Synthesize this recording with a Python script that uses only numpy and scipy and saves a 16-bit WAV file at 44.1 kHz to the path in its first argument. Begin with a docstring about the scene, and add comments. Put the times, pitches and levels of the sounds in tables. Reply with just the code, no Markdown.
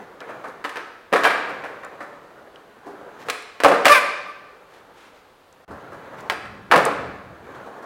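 """Skateboard flip tricks under a plaza roof

A skateboarder does three flip tricks on smooth concrete: wheels roll in as coloured noise with grit,
and tail pops and landings are gritty bursts of force sent through the resonances of the deck.
Skidding wheels squeal as rough falling tones; shoes, swishes and metal ticks fill the gaps.
Roof and walls answer with a tail of diffuse noise, over distant town and a low draught.
The loudest blows overload the microphone."""
import sys
import numpy as np
from scipy import signal
from scipy.fft import rfft, irfft, next_fast_len
from scipy.io import wavfile
from scipy.ndimage import uniform_filter1d, map_coordinates

SR = 44100
rng = np.random.default_rng(int(sys.argv[2]) if len(sys.argv) > 2 else 0)


def int16_out(signal):
    """Quantize to a 16-bit WAV file."""
    q = np.round(np.clip(np.atleast_2d(signal).T, -1, 1) * 32767)
    wavfile.write(sys.argv[1], SR, q.astype(np.int16))


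N = 346185
TIME = np.arange(N) / SR
TOP_HZ = 16000  # band limit

# flights of the board and how wet the blows of each trick are: take-off t/s, touch-down t/s, room level/dB
FLIGHTS = [(0.673, 1.165, -1.5), (3.322, 3.864, -3.5), (6.313, 6.729, -4.5)]
# bright crack of trucks and grip, before the deck modes: f/Hz, relative level/dB (per Hz)
CRACK_COLOUR = [(500, -46), (2400, -6.5), (4000, 5), (6500, -2.5), (9000, -3.5), (12000, -10),
                (16000, -14.5)]


def amp(db):
    """Decibels to gain."""
    return 10 ** (np.asarray(db) / 20)


def unit(x):
    """Scale to rms 1."""
    return x / np.sqrt(np.mean(x ** 2) + 1e-20)


def crest(x, size=176):
    """Scale so that the loudest few milliseconds have rms 1."""
    return x / np.sqrt(uniform_filter1d(x * x, size).max() + 1e-20)


def along(points, hz):
    """Read (Hz, value) points on a log frequency axis."""
    f, v = np.transpose(points)
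    return np.interp(np.log(hz + 1), np.log(f + 1), v)


def curve(rows):
    """Read (s, value) points at every sample."""
    return np.interp(TIME, *np.transpose(rows))


def wobble(rate, size):
    """A smooth random curve with rate knots a second."""
    at = np.arange(size) * rate / SR
    return map_coordinates(rng.standard_normal(int(at[-1]) + 4), [at])


def add(track, s, x):
    """Mix x into the track from time s."""
    i = max(0, round(s * SR))
    track[i:i + len(x)] += x[:max(0, N - i)]


def noise(spectrum):
    """Noise of rms 1 with the given colour."""
    m = next_fast_len(N, True)
    white = rfft(rng.standard_normal(m))
    colour = amp(along(spectrum, np.fft.rfftfreq(m, 1 / SR)))
    return unit(irfft(white * colour, m)[:N])


def patchy(x, patchy_db):
    """Let the colour of a noise drift at random, as the slab changes under the wheels."""
    z = signal.stft(x, nperseg=1024)[2]
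    field = uniform_filter1d(rng.standard_normal(z.shape), size=4, axis=0)  # smooth over frequency
    field = uniform_filter1d(field, size=8, axis=1)  # and over time
    return unit(signal.istft(z * amp(patchy_db * unit(field)), nperseg=1024)[1][:N])


def swells(rows):
    """A rounded rise and fall for each (s, length s, dB) row."""
    out = np.zeros(N)
    for s, length, db in rows:
        add(out, s, amp(db) * np.sqrt(np.hanning(int(length * SR)).clip(0)))
    return out


def shifted(spectrum, peak_hz):
    """Slide a spectrum along frequency so that it peaks at peak_hz."""
    top_hz = max(spectrum, key=lambda point: point[1])[0]
    return [(hz * peak_hz / top_hz, db) for hz, db in spectrum]


def between(soft, hard, hardness):
    """A property of a contact, from soft to hard and a little beyond."""
    return soft + (hard - soft) * np.clip(hardness, 0, 1.2)


def board(spectrum, size=16384):
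    """Causal response of the deck: a broad colour with its modes standing out."""
    # modes of the maple deck with its trucks: f/Hz, width/Hz, mode level over the broad colour/dB
    deck = [(289, 24.6, 7), (472, 64, 1.5), (572.6, 13, 5), (648, 7, 1), (708, 19, 6), (770, 20, 3.5),
            (1080, 51, 2), (1264, 190, 1.5), (1525, 13, 3.5), (1635, 29, 4), (1750, 55, 1.5), (2348, 19, 4),
            (2560, 23, -1), (3115, 48, -12), (4630, 83, -3)]
    hz = np.fft.rfftfreq(size, 1 / SR)
    power = 1 + sum(amp(db) ** 2 / (1 + (2 * (hz - centre) / width) ** 2) for centre, width, db in deck)
    magnitude = amp(along(spectrum, hz)) * np.sqrt(power)
    # folding the cepstrum gives minimum phase: the energy comes as early as it can
    cepstrum = irfft(np.log(magnitude + 1e-6))
    cepstrum[1:size // 2] *= 2
    cepstrum[size // 2 + 1:] = 0
    return np.exp(rfft(cepstrum))


def strike(response, t60, snap, grit, size=16384):
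    """A first contact and a dying, gritty rattle of the hardware, sent through the board."""
    t = np.arange(size) / SR
    force = rng.standard_normal(size) * np.exp(grit * rng.standard_normal(size))
    force *= amp(-60 * t / max(t60, .005))
    force[0] += snap
    return crest(irfft(rfft(force) * response))


def air(city_db=-56, gust_db=3):
    """Distant town noise, and a draught that rumbles on the microphone."""
    # town colour: f/Hz, relative level/dB (per Hz)
    town = [(15, -47), (25, 0.5), (120, -3.5), (175, -6), (206, -6), (863, -1), (1890, -10), (2690, -11),
            (4140, -15), (5730, -22.5), (16000, -28)]
    # rumble colour: f/Hz, relative level/dB (per Hz)
    rumble = [(20, -31), (60, -5), (115, -3.5), (190, -4.5), (400, -10.5), (1500, -70)]
    # strength of the draught, around which it gusts: t/s, level/dB
    draught = [(0, -85), (5.64, -85.5), (5.7, -47.5), (6.1, -51.5), (6.45, -46.5), (7.1, -45.5),
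               (7.45, -51.5), (7.85, -66)]
    gusts = amp(curve(draught) + gust_db * wobble(11, N))
    return amp(city_db) * noise(town) + noise(rumble) * gusts


def rolling(uneven_db=1.04, grain_db=0.5):
    """Wheels drum on the slab's fine roughness and on specks of grit, quieter while the board flies."""
    # rolling colour, for the grit before the deck modes: f/Hz, relative level/dB (per Hz)
    wheels = [(71, -32), (120, -9.5), (179, -8), (266, -5.5), (493, 0.5), (735, -4.5), (915, -5),
              (1010, -5), (1600, -7.5), (2480, -22), (4320, -31), (5280, -39), (6190, -33), (8340, -42.5),
              (14000, -45)]
    # rolling strength before the flight dips and unevenness: t/s, level/dB
    strength = [(0, -40), (.18, -47), (.3, -38.5), (.64, -46.5), (1.2, -38), (1.75, -40.5), (2.4, -48),
                (2.82, -50.5), (2.87, -45), (3.28, -40.5), (3.9, -48.5), (5.05, -52.5), (5.4, -59.5),
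                (5.64, -54.5), (5.68, -44), (6.8, -35), (7.3, -48.5), (7.55, -40), (7.85, -42)]
    flight_db, lift_s = -13.5, 0.052  # in the air the wheels only spin; time to unload or load them
    grit_per_s, grit_db, grit_spread_db = 70, -10.5, 2
    airborne = sum(np.clip(np.minimum(TIME - up, down - TIME) / lift_s + .5, 0, 1)
                   for up, down, _ in FLIGHTS)
    specks = (rng.random(N) < grit_per_s / SR) * amp(grit_spread_db * rng.standard_normal(N))
    grit = unit(signal.fftconvolve(specks, irfft(board(wheels)))[:N])
    level_db = curve(strength) + flight_db * airborne
    level_db += uneven_db * wobble(37, N) + grain_db * wobble(170, N)
    return (patchy(noise(wheels), patchy_db=1.8) + amp(grit_db) * grit) * amp(level_db)


def bumps(body_db=-4, hiss_db=-26.5, t60=0.15, rise=0.0073):
    """Soft knocks, without a sharp snap, as the wheels cross joints or touch down again in a turn."""
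    # wheels bumping over the slab: t/s, relative level/dB, peak f/Hz of the knock before the deck modes
    bump_rows = [(0.204, -26, 700), (0.286, -28, 720), (0.437, -22, 615), (0.469, -26.5, 580),
                 (1.487, -20.5, 721), (1.635, -20.5, 805), (1.830, -25.5, 660), (2.002, -21.5, 630),
                 (2.859, -26, 374), (5.705, -26, 447), (5.917, -26.5, 543), (7.543, -31, 650),
                 (7.657, -29.5, 403), (7.823, -27, 517)]
    # knock colour, slid to each peak: f/Hz, relative level/dB (per Hz)
    knock_colour = [(80, -26), (260, -7), (520, 0), (750, -4.5), (1050, -1), (1600, -6.5), (2400, -22),
                    (6000, -54)]
    out = np.zeros(N)
    crack = board(CRACK_COLOUR)
    for s, db, hz in bump_rows:
        knock = amp(body_db) * strike(board(shifted(knock_colour, hz)), t60, snap=0, grit=0.44)
        knock += amp(hiss_db) * strike(crack, t60, snap=0, grit=1.0)
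        onset = 1 - np.exp(-np.arange(len(knock)) / SR / rise)
        add(out, s, amp(db) * knock * onset)
    return out


def plaza(build=0.011, size=57344):
    """Returns a function that gives roof and wall echoes: a diffuse tail, drawn anew at every call."""
    # decay: f/Hz, t60/s
    decay = [(100, 1.08), (500, 0.94), (1200, 1.01), (2300, 0.95), (4500, 0.96), (9000, 0.59),
             (15000, 0.28)]
    # strength of the echoes: f/Hz, level/dB
    answer = [(100, 0.5), (500, -0.5), (1500, 0), (2350, 1.5), (2900, -1), (5000, 0), (12000, 2.5)]
    hz, t, _ = signal.stft(np.zeros(size), SR, nperseg=256)
    fade = amp(along(answer, hz)[:, None] - 60 * t / along(decay, hz)[:, None])
    fade = fade * (1 - np.exp(-(t / build) ** 2))  # echoes take a moment to build up
    # level set by the energy of the band at 1 kHz
    norm = np.sqrt(2 / np.sum(fade[np.searchsorted(hz, 1000)] ** 2)) / 128

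    def echoes(x):
        """Convolve with a tail of random phases."""
        tail = signal.istft(fade * np.exp(2j * np.pi * rng.random(fade.shape)), nperseg=256)[1]
        return signal.fftconvolve(x, tail * norm / np.sqrt(2))
    return echoes


def ticks(t60=0.016):
    """Loose washers and bearings click: very short strikes in a narrow band."""
    # small metal ticks of the trucks: t/s, level/dB, peak f/Hz before the deck modes
    tick_rows = [(0.205, -39, 3800), (0.648, -27, 2050), (1.236, -24, 3650), (1.848, -44, 7550),
                 (2.559, -41, 3100), (3.300, -29.5, 9000), (3.423, -47.5, 9700), (5.527, -52.5, 7000),
                 (6.207, -48, 6800), (6.299, -16, 2650), (6.853, -22, 8700)]
    out = np.zeros(N)
    for s, db, hz in tick_rows:
        colour = [(hz / 8, -36), (hz * .6, -10), (hz, 0), (hz * 1.15, -7), (hz * 2, -20), (hz * 4, -38)]
        add(out, s, amp(db) * strike(board(colour), t60, snap=7.5, grit=.5))
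    return out


def scrapes(grain_db=3):
    """A sole shifts on the sandy grip tape in a short, grainy swell."""
    # shoes dragging over the grip tape: t/s, length/s, level/dB
    drags = [(0.27, 0.041, -74.5), (3.185, 0.063, -48.5), (3.253, 0.055, -48), (6.16, 0.084, -53)]
    # sandy hiss: f/Hz, relative level/dB (per Hz)
    sand = [(600, -20), (2000, 22.5), (3500, 12), (6500, 7.5), (10000, -2), (16000, -2)]
    return swells(drags) * noise(sand) * amp(grain_db * wobble(500, N))


def contacts():
    """Every blow, and the softer rebound as the deck comes down once more."""
    # tail pops, catches and landings:
    # t/s, relative level/dB, hardness of the contact (0-1), thud level over the clack/dB
    hits = [ (0.642, -23.5, 0.6, -14), (0.649, -17, 0.38, -7.5), (0.693, -27, 0.9, -15),
            (0.758, -23, 0.53, -7), (0.770, -20.5, 0.52, -7), (1.1217, -32, .3, 4),
            (1.1273, -13, 0.44, 5.5), (1.1351, -9.5, 0.6, -2.5), (1.1596, -7.5, 0.14, -12.5),
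            (1.236, -13, 0.6, -6), (1.2432, -10.5, 0.7, -7.5), (1.2515, -4, 0.36, -7),
            (1.2621, -11, 0.03, -7), (1.303, -12.5, 0.2, -12), (3.286, -17.5, .6, -3.5),
            (3.2995, -13, 1, -15), (3.6025, -16.5, 0.66, -2), (3.636, -7, 0.92, 1),
            (3.6465, -4.5, 0.68, 4.5), (3.6583, -9, 0.4, 8.5), (3.6832, -13.5, 0.8, -2),
            (3.716, -10.5, 0, -1.5), (3.744, -14, 0, -0.5), (3.848, -13, 0.7, -2.5), (3.855, 1, 0.89, -5.5),
            (3.8657, -3.5, 0.75, -2), (3.8818, -3, 0.85, -12), (6.299, -12, .6, -9), (6.320, -19, .4, -2.5),
            (6.455, -29, 0.2, -16), (6.705, -36, .3, 8), (6.7137, -2.5, 0.4, -9), (6.7203, -3.5, 0.2, -3.5),
            (6.7371, -5, 0.1, 2.5), (6.7595, -5, .6, -3), (6.7776, -10.5, 0.7, 2.5),
            (6.862, -11.5, 0.1, 0.5)]
    rebound_s, scatter = 0.045, 0.25  # median delay and its log spread
    rebound_db, softening = -14, 0.45  # weaker, and with this share of the hardness
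    delays = rebound_s * np.exp(scatter * rng.standard_normal(len(hits)))
    rebounds = [(s + delay, db + rebound_db, hardness * softening, weight_db)
                for (s, db, hardness, weight_db), delay in zip(hits, delays)]
    return list(hits) + rebounds


def blows(echoes, clack_db=-4, thud_db=-4, crack_db=-4):
    """Tail pops and landings: the deck thuds and clacks, trucks and grip crack."""
    # deep voice of the deck, slid to each thud: f/Hz, relative level/dB (per Hz)
    thud_colour = [(25, -41), (90, -43), (200, -20), (360, -12), (520, -3.5), (800, -7.5), (1100, -10),
                   (2000, -29), (5000, -62)]
    # middle voice of the deck, slid to each clack: f/Hz, relative level/dB (per Hz)
    clack_colour = [(100, -40), (450, -20.5), (900, -1), (1650, -0.5), (2450, -6.5), (3200, -13.5),
                    (4800, -22.5), (9000, -47)]
    # a harder contact clacks higher, cracks more and rattles for less long
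    soft_hz, hard_hz = 1437, 2045
    soft_crack_db, hard_crack_db = -26.5, -8.5
    soft_t60, hard_t60 = 0.15, 0.064
    full_thud_hz, octaves_per_db = 615, 0.03  # thud peak at 0 dB; weaker blows are deeper
    out = np.zeros(N)
    crack = board(CRACK_COLOUR)
    for s, db, hardness, weight_db in contacts():
        t60 = between(soft_t60, hard_t60, hardness)
        clack = board(shifted(clack_colour, between(soft_hz, hard_hz, hardness)))
        thud = board(shifted(thud_colour, full_thud_hz * 2 ** (octaves_per_db * db)))
        sharp_db = crack_db + between(soft_crack_db, hard_crack_db, hardness)
        hit = amp(clack_db) * strike(clack, t60, snap=15.7, grit=0.62)
        hit += amp(thud_db + weight_db) * strike(thud, 1.08 * t60, snap=9.5, grit=0.24)
        hit += amp(sharp_db) * strike(crack, 0.65 * t60, snap=5.5, grit=0.72)
        # wetness of the trick with the nearest take-off
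        _, _, room_db = min(FLIGHTS, key=lambda flight: abs(flight[0] - s))
        add(out, s, amp(db) * hit)
        add(out, s, amp(db + room_db) * echoes(hit))
    return out


def stomps(t60=0.094):
    """Soft soles load the deck with one dull push."""
    # the rider's weight landing on the deck: t/s, level/dB
    landings = [(1.135, -34), (3.645, -34), (3.689, -32), (3.857, -31), (6.726, -31), (6.765, -19)]
    out = np.zeros(N)
    sole = board([(20, -30.0), (70, -24), (120, -12.5), (185, 5.5), (260, -4.5), (600, -32.5), (3000, -71.0)])
    for s, db in landings:
        add(out, s, amp(db) * strike(sole, t60, snap=13.0, grit=0.347))
    return out


def squeals(jitter=0.025, flutter_db=2.0, slope_db=12, edge=0.0092, bright_hz=2600,
            scrape_db=-14, scrape_grows=0.28):
    """Urethane sticks and slips on concrete: a rough, falling tone with overtones, and a hiss."""
    # skidding wheels: t/s, length/s, starting pitch f/Hz, sag as a share of the pitch,
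    # level/dB of the tone, f/Hz around which overtones are strongest
    skids = [(1.242, 0.044, 786, .03, -18, 1810), (2.856, 0.11, 400.4, 0.012, -44, 350),
             (3.892, 0.051, 594, .022, -8.5, 1036), (3.918, 0.047, 1218, 0.055, -15, 2300),
             (3.941, 0.0534, 549.7, 0.118, -14.5, 1462), (3.944, 0.046, 1289, .1, -22, 2480),
             (4.265, 0.059, 1180, 0.0075, -39, 1133)]
    # hiss of a skid: f/Hz, relative level/dB (per Hz)
    skid_colour = [(100, -20), (600, 3), (3000, 3), (5000, 4), (7300, -4), (10000, 2), (12500, -5),
                   (16000, -11)]
    out = np.zeros(N)
    hiss = noise(skid_colour)
    for s, length, first_hz, sag, db, ring_hz in skids:
        n = int(length * SR)
        t = np.arange(n) / SR
        pitch = first_hz * (1 - sag * t / length) * (1 + jitter * wobble(485, n))
        phase = 2 * np.pi * np.cumsum(pitch) / SR
        orders = np.arange(1, int(TOP_HZ / first_hz))[:, None]
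        hz = orders * first_hz
        # overtones fall by slope_db an octave away from ring_hz, and steeply above bright_hz
        strength = amp(-slope_db * np.abs(np.log2(hz / ring_hz))) / np.sqrt(1 + (hz / bright_hz) ** 6)
        tone = unit(np.sum(strength * np.sin(orders * phase), axis=0))
        # louder squeals carry more hiss in proportion
        scrape = amp(scrape_db + scrape_grows * db) * hiss[round(s * SR):][:n]
        grip = np.clip(np.minimum(t, length - t) / edge, 0, 1) * amp(flutter_db * wobble(148, n))
        add(out, s, amp(db) * grip * (tone + scrape))
    return out


def swishes(grain_db=1.5):
    """Wheels slide softly sideways as the rider turns: rounded swells of noise."""
    # wheels sliding sideways in a turn: t/s, length/s, level/dB
    turns = [(4.68, 0.14, -54), (4.92, 0.21, -52), (5.12, 0.11, -59)]
    # colour of the slide: f/Hz, relative level/dB (per Hz)
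    slide = [(200, -20), (700, 1), (1500, 3), (3000, -2), (5000, -11.5), (9000, -18), (16000, -28.5)]
    return swells(turns) * noise(slide) * amp(grain_db * wobble(120, N))


def scene():
    """Board, plaza and open air."""
    echoes = plaza()
    knocks = bumps() + stomps() + scrapes() + swishes()
    skid = squeals()
    clicks = ticks()
    near = blows(echoes) + knocks + skid + clicks + rolling()  # the blows bring their own echoes
    hall = echoes(amp(-2.5) * knocks + amp(-7.0) * skid + amp(-14) * clicks)[:N]
    return (near + hall + air())[None]


def record(dry, hush_db=-22, low_cut_hz=48, full_scale=0.95):
    """The level dips briefly; loud peaks flatten; deep bass fades and nothing passes the band limit."""
    # the brief dip: start t/s, end t/s
    hush = (5.649, 5.679)
    x = dry * np.where((TIME > hush[0]) & (TIME < hush[1]), amp(hush_db), 1)
    x = x / (1 + np.abs(x / full_scale) ** 10) ** (1 / 10)  # overload with a narrow knee
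    m = next_fast_len(N + 4096, True)
    hz = np.fft.rfftfreq(m, 1 / SR)
    low_cut = 1j * hz / (low_cut_hz + 1j * hz)
    return irfft(rfft(x, m) * low_cut * (hz < TOP_HZ), m)[..., :N]


dry = scene()
out = record(dry)
int16_out(out)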